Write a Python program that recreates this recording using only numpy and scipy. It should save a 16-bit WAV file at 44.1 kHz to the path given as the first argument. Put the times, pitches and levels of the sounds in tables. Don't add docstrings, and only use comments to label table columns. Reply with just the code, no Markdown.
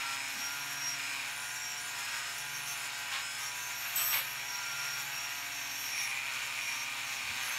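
import sys
import numpy as np
from scipy.fft import rfft, irfft, next_fast_len
from scipy.io import wavfile
from scipy.ndimage import map_coordinates

SR = 44100
rng = np.random.default_rng(int(sys.argv[2]) if len(sys.argv) > 2 else 0)


def pcm_store(signal):
    levels = np.round(np.clip(np.atleast_2d(signal), -1, 1) * 32767)
    wavfile.write(sys.argv[1], SR, levels.astype(np.int16).T)


N = 334278

# time_s, length_s, added_load, scrape_db
WHEEL_SNAGS = [(1.223, .044, .29, -54), (2.151, .13, .43, -59), (3.15, .031, .5, -39),
               (4.0, .035, .25, -42), (4.156, .031, .7, -35), (6.11, .05, .22, -60), (6.36, .04, .26, -52),
               (6.76, .05, .2, -60), (7.51, .06, .45, -62)]
# frequency_hz, relative_db
RASP_SPECTRUM = [(450, -40), (650, -23), (900, -7), (1600, -3.5), (2300, -0.5), (2850, -2), (3170, -5.5),
                 (4400, -13), (4750, -31), (5400, -6.5), (6000, -21.5), (6600, -13), (7400, -12),
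                 (12000, -45)]
# pitch_hz, width_hz, relative_db
WIRE_RESONANCES = [(6770, 140, -1), (7050, 120, -3), (7230, 130, 0), (11370, 180, -11), (13100, 120, -12),
                   (14200, 220, -13)]
# pitch_hz, width_hz, relative_db
TIP_RESONANCES = [(11360, 230, 0), (12150, 400, -7), (12930, 60, -1), (13120, 130, -1), (14020, 200, -5)]


def scrub(turns, load, hopping):
    body_modes = [(966, 62, -5.5), (1233, 21, -5), (1597, 75, .5), (1863, 106, -2.5), (2437, 263, .5),
                  (3360, 40, -1.5), (3740, 150, -4), (3986, 78, -8), (4340, 130, -7)]
    hiss_spectrum = [(3000, -11.5), (6500, 6), (7600, -7), (9900, 8), (10700, 2.5), (11500, 1),
                     (13600, 4.5), (14800, -26)]
    sizzles = [(.3, .95, -53), (2.35, 2.9, -58), (3.37, 3.46, -55), (3.97, 4.2, -48), (3.75, 4.6, -51.5),
               (4.6, 5.2, -56), (7.43, 7.52, -52)]
    light_rasp_db, full_load_rise_db, tip_hiss_db = -40, 5, -53
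    wires = wheel(turns, uneven_db=2, repeat=.32)
    body = resonate(wheel(turns, uneven_db=3, repeat=.18), body_modes)
    rasp = finger_damping(amp(-4.5) * coloured(wires, RASP_SPECTRUM) + amp(-7) * body)
    rasp *= amp(light_rasp_db + full_load_rise_db * np.minimum(load, 1))
    wire_ring = resonate(wheel(turns, uneven_db=4, repeat=.31), WIRE_RESONANCES)
    hiss = amp(-1) * coloured(wires, hiss_spectrum) + amp(1) * wire_ring
    sizzle_gain = strokes(sizzles, edge_s=.041) * amp(2.1 * wobble(50))
    sizzle = sizzle_gain * resonate(wheel(turns, uneven_db=5.5, repeat=0), TIP_RESONANCES)
    contact = 1 / np.sqrt(1 + (hopping / amp(-34.5)) ** 2)
    return contact * rasp + amp(tip_hiss_db + 1.24 * wobble(30)) * hiss + sizzle


def wheel(turns, uneven_db, repeat, count=96):
    def tufts(n):
        pattern = rng.standard_normal((count, n))
        return unit(map_coordinates(pattern, [clock() * 7, turns % 1 * n], order=1, mode="grid-wrap"))
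    loose = unit(strikes(rate_hz=12000, spread_db=3) * amp(uneven_db * tufts(count // 8)))
    return unit(loose + repeat * tufts(count))


def finger_damping(x):
    middle = filtered(x, lambda f: bell(f, centre=1530, width=130))
    return x - (1 - amp(-5)) * held(5.22, 7.36, ramp_s=.1) * middle


def singing(turns):
    # start_s, end_s, bright_db, keen_db
    rim_strokes = [(0.292, .82, -50, -64), (0.426, 0.498, -45, -70), (0.822, 0.943, -37.5, -64),
                   (1.42, 1.598, -50, -60), (1.6, 1.805, -44.5, -66), (2.08, 2.19, -55, -68),
                   (2.354, 2.43, -51, -56), (2.494, 2.586, -48, -49), (2.658, 2.74, -47, -45),
                   (3.42, 3.505, -45, -51), (3.558, 3.716, -56, -50), (3.719, 3.885, -48, -56),
                   (3.956, 4.194, -43.5, -51), (4.26, 4.425, -51, -60), (4.476, 4.633, -42.5, -55),
                   (4.66, 5.036, -46, -62), (5.128, 5.274, -45.5, -65), (5.304, 5.457, -50, -57),
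                   (5.52, 5.833, -46.5, -53), (5.86, 6.092, -40, -48.5), (6.614, 6.863, -48, -54),
                   (6.737, 6.786, -49, -70), (7.05, 7.198, -53, -59), (7.4, 7.62, -58, -47.5)]
    # time_s, length_s, level_db
    deep_strokes = [(.1, 0.25, -48), (1.07, 0.16, -47.5), (2.15, 0.17, -46), (2.88, 0.11, -50.5),
                    (3.283, 0.14, -47.5)]
    # pitch_hz, width_hz, relative_db
    bright_modes = [(5617, 16, 0), (6310, 30, -18), (11400, 100, -18)]
    rough_modes = [(5578, 24, 0)]
    dull_modes = [(5155, 42, 0), (6800, 80, -6), (8060, 170, -2.5)]
    keen_modes = [(6308, 20, 0), (12930, 28, -7.5), (14060, 130, -9)]
    bright_gain = amp(-66.5) + strokes([(a, b, db) for a, b, db, _ in rim_strokes], edge_s=.065)
    keen_gain = amp(-60.5) + strokes([(a, b, db) for a, b, _, db in rim_strokes], edge_s=.065)
    dull_gain = sum(amp(db) * swell(s, length) for s, length, db in deep_strokes)
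    share = .3 * held(3.9, 6.2, ramp_s=.28)
    bright = np.sqrt(1 - share) * sing(turns, bright_modes)
    rough = np.sqrt(share) * sing(turns, rough_modes)
    dull = dull_gain * sing(turns, dull_modes)
    keen = keen_gain * sing(turns, keen_modes)
    return bright_gain * (bright + rough) + dull + keen


def sing(turns, modes):
    def drift(width_hz):
        return np.cumsum(rng.standard_normal(N)) * np.sqrt(2 * np.pi * width_hz / SR)
    tones = sum(amp(db) * np.sin(2 * np.pi * hz * clock() + drift(width)) for hz, width, db in modes)
    grip = wobble(45) + .4 * wobble(220) + .5 * np.sin(2 * np.pi * turns)
    return unit(tones * np.tanh(amp(6.2 * grip)))


def squealing(turns):
    whistles = [(3.77, 3.94, -46), (4.2, 4.55, -57), (4.9, 5.76, -54.5), (5.77, 5.9, -48.5)]
    # pitch_hz, width_hz, relative_db
    whistle_modes = [(13138, 45, 0)]
    squeal_modes = [(7985, 75, 0)]
    start_s, end_s, attack_s, release_s, settle_s = 3.955, 4.2, .0038, .078, .054
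    t = clock()
    bite = np.clip((t - start_s) / attack_s, 0, 1) * np.clip(.5 + (end_s - t) / release_s, 0, 1)
    whistle = (amp(-34) * bite + strokes(whistles, edge_s=.078)) * sing(turns, whistle_modes)
    overshoot_db = 12 * np.exp(-np.abs(t - start_s) / settle_s)
    return whistle + bite * amp(-44.5 + overshoot_db) * sing(turns, squeal_modes)


def chatter(turns, hopping):
    edge_modes = [(2320, 260, -2), (2412, 37, 2)]
    hard_flicks = [(4.143, -20), (5.9792, -21), (6.016, -25), (6.0387, -25), (6.076, -27), (6.113, -28),
                   (6.173, -26), (6.5075, -26), (6.5895, -24), (6.6113, -24)]
    starts = np.flatnonzero(np.diff(np.floor(turns)))
    flicks = np.bincount(starts, rng.random(N)[starts] ** 2, N)
    ticks = unit(flicks) + 1.4 * rng.standard_normal(N)
    rattle = coloured(resonate(ticks, edge_modes), RASP_SPECTRUM)
    return hopping * rattle + blows(hard_flicks, edge_modes)


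def snags(turns):
    drag_spectrum = [(400, -32), (520, 4.5), (1300, 8.5), (2500, 14.5), (4400, 8.5), (7000, -21)]
    gain = np.zeros(N)
    for s, length, _, db in WHEEL_SNAGS:
        catch = np.clip((clock() - s + 1.26 * length) / (length / 2), 0, 1)
        gain += amp(db) * catch * swell(s, 1.76 * length)
    return gain * coloured(wheel(turns, uneven_db=2.5, repeat=.35), drag_spectrum)


def wire_snaps():
    snaps = [(2.051, -34), (2.384, -27), (3.9634, -25), (5.2974, -34)]
    return blows(snaps, WIRE_RESONANCES + TIP_RESONANCES)


def zings(turns):
    skids = [(1.45, 0.11, 9680, -51.5), (1.628, .18, 7330, -49.5), (1.835, 0.041, 9600, -47.5),
             (2.403, 0.071, 9700, -53.5), (2.723, 0.095, 9800, -49.5), (3.5, .15, 9830, -52),
             (4.072, .091, 9750, -47.5), (6.023, 0.088, 9860, -47), (6.336, 0.033, 1440, -48),
             (6.682, .11, 9900, -53.5), (7.47, 0.044, 1570, -43), (7.475, 0.034, 10760, -45.5)]
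    width_hz = 170
    wires = wheel(turns, uneven_db=4, repeat=0)
    return sum(amp(db) * swell(s, length) * resonate(wires, [(hz, width_hz, 0)])
               for s, length, hz, db in skids)


def groan(turns):
    grinds = [(.04, .17, -59), (2.0, 2.22, -53), (3.96, 4.19, -46.5)]
    grind_modes = [(1210, 28, 0), (1536, 36, 0)]
    driven = unit(tone(turns, 9, blur_rad=.7) + .75 * tone(turns, 12, blur_rad=.9))
    ring = resonate(wheel(turns, uneven_db=3.5, repeat=0), grind_modes)
    return strokes(grinds, edge_s=.05) * unit(driven + .42 * ring)


def motor(turns, load):
    # start_s, end_s, level_db
    shake_swells = [(.57, 1.0, -65), (2.38, 2.74, -65), (3.95, 4.45, -69), (4.7, 5.18, -68)]
    second_swells = [(-.05, 1.3, -67.5), (5.3, 5.9, -70.5), (6.6, 7.4, -74)]
    whine_swells = [(.02, 0.15, -46.5), (.41, 0.57, -54), (.41, 1.11, -54), (1.3, 3.85, -59.5),
                    (4.52, 5.02, -49)]
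    # shaft_multiple, unloaded_db
    orders = [(3, -73.5), (4.37, -68), (5, -61.3), (5.37, -69), (6, -60), (7, -57.2), (9, -60.5),
              (10.75, -61), (11, -61), (11.38, -56), (12, -62), (13.38, -60.5), (14, -61.5), (16, -58),
              (16.38, -60), (17.75, -60), (19, -61), (21, -63)]
    shake = (amp(-72) + strokes(shake_swells, edge_s=.04)) * tone(turns, 1, blur_rad=.09)
    second = (amp(-75.5) + strokes(second_swells, edge_s=.054)) * tone(turns, 2, blur_rad=.24)
    whine = (amp(-61) + strokes(whine_swells, edge_s=.064)) * tone(turns, 10, blur_rad=.45)
    buzz = sum(amp(db + 1.2 * wobble(7)) * tone(turns, k, blur_rad=.28) for k, db in orders)
    return shake + second + whine + amp(-3.5 * load) * buzz


def shaft(load):
    free_hz, full_load_sag_hz = 144, 14
    speed_hz = (free_hz - full_load_sag_hz * load) * (1 + .00297 * wobble(35))
    return np.cumsum(speed_hz) / SR


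def wheel_load():
    lean = [(.7, .165), (1.19, .37), (1.57, -.05), (2.04, .17), (2.57, .09), (3.24, .29), (3.6, .22),
            (4.7, .3), (5.46, .2), (5.7, .3)]
    pushes = [(-.2, .435, .38), (2.75, 2.855, .3), (3.83, 4.1, .2), (5.9, 7.8, .31), (7.27, 7.8, .33)]
    nudges = [(3.42, .18), (4.4, .14), (4.68, .08), (5.18, .16)]
    load = np.interp(clock(), *np.transpose(lean))
    load += sum(added * held(start, end, ramp_s=.28) for start, end, added in pushes)
    load += sum(added * swell(s, length_s=.04) for s, added in nudges)
    return load + sum(added * swell(s, length) for s, length, added, _ in WHEEL_SNAGS)


def bench():
    mains = [(60, -72.5), (120, -67), (240, -72.5), (300, -75.5), (540, -73.5)]
    hand_bumps = [(0.386, 0.026, 230, -57), (7.301, 0.041, 95, -58), (7.3, 0.083, 224, -64)]
    room_spectrum = [(30, -33), (55, -3), (92, 0), (110, 2.5), (400, -2.5), (1500, -15)]
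    def thud(hz):
        mode = [(hz, hz / 2, 0)]
        return resonate(resonate(rng.standard_normal(N), mode), mode)
    hum = sum(amp(db) * np.sqrt(2) * np.sin(2 * np.pi * (hz * clock() + rng.random()))
              for hz, db in mains)
    bumps = sum(amp(db) * swell(s, length) * thud(hz) for s, length, hz, db in hand_bumps)
    return hum + bumps + amp(-64.5) * coloured(rng.standard_normal(N), room_spectrum)


def amp(db):
    return 10 ** (np.asarray(db) / 20)


def unit(x):
    return x / np.sqrt(np.mean(x ** 2) + 1e-20)


def clock():
    return np.arange(N) / SR


def bell(x, centre, width):
    return np.exp(-.5 * ((x - centre) / width) ** 2)


def swell(time_s, length_s):
    return bell(clock(), time_s, length_s)


def held(start_s, end_s, ramp_s):
    t = clock()
    return np.clip(.5 + np.minimum(t - start_s, end_s - t) / ramp_s, 0, 1)


def strokes(rows, edge_s):
    t = clock()
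    return sum(amp(db) * (1 + np.tanh(2 * np.minimum(t - start, end - t) / edge_s)) / 2
               for start, end, db in rows)


def wobble(rate_hz):
    knots = rng.standard_normal(int(N * rate_hz / SR) + 4)
    return map_coordinates(knots, [np.arange(N) * rate_hz / SR])


def tone(turns, multiple, blur_rad):
    return np.sqrt(2) * np.sin(2 * np.pi * multiple * turns + blur_rad * wobble(45))


def strikes(rate_hz, spread_db):
    hit = rng.random(N) < rate_hz / SR
    return unit(hit * np.sign(rng.standard_normal(N)) * amp(spread_db * rng.standard_normal(N)))


def blows(rows, modes):
    s, db = np.transpose(rows)
    ring = resonate(np.bincount((s * SR).astype(int), amp(db), N), modes)
    return amp(db.max()) * ring / np.abs(ring).max()


def filtered(x, response):
    size = next_fast_len(N + SR // 2)
    return irfft(rfft(x, size) * response(np.fft.rfftfreq(size, 1 / SR)), size)[..., :N]


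def coloured(x, spectrum):
    hz, db = np.transpose(spectrum)
    return unit(filtered(x, lambda f: amp(np.interp(np.log(f + 1), np.log(hz), db))))


def resonate(x, modes):
    def response(f):
        return sum(amp(db) * 1j * f * width / (hz * hz - f * f + 1j * f * width)
                   for hz, width, db in modes)
    return unit(filtered(x, response))


def scene():
    chatters = [(-.05, .35, -46.5), (.98, 1.27, -43), (5.9, 6.26, -40), (6.26, 6.48, -45.5),
                (6.48, 6.86, -41.5), (6.86, 7.24, -46)]
    load = wheel_load()
    turns = shaft(load)
    hopping = strokes(chatters, edge_s=.12)
    brushing = scrub(turns, load, hopping) + chatter(turns, hopping) + snags(turns) + wire_snaps()
    tool = motor(turns, load)
    ringing = singing(turns) + zings(turns) + groan(turns) + squealing(turns)
    return (brushing + ringing + tool + bench())[None]


def record(dry):
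    dips = [(648, 16, -7), (1298, 16, -5), (1735, 35, -3), (7540, 130, -4), (14700, 190, -4)]
    top_hz = 15750
    hollowed = filtered(dry, lambda f: amp(sum(db * bell(f, hz, width) for hz, width, db in dips)))
    return filtered(hollowed, lambda f: f < top_hz)


dry = scene()
out = record(dry)
pcm_store(out)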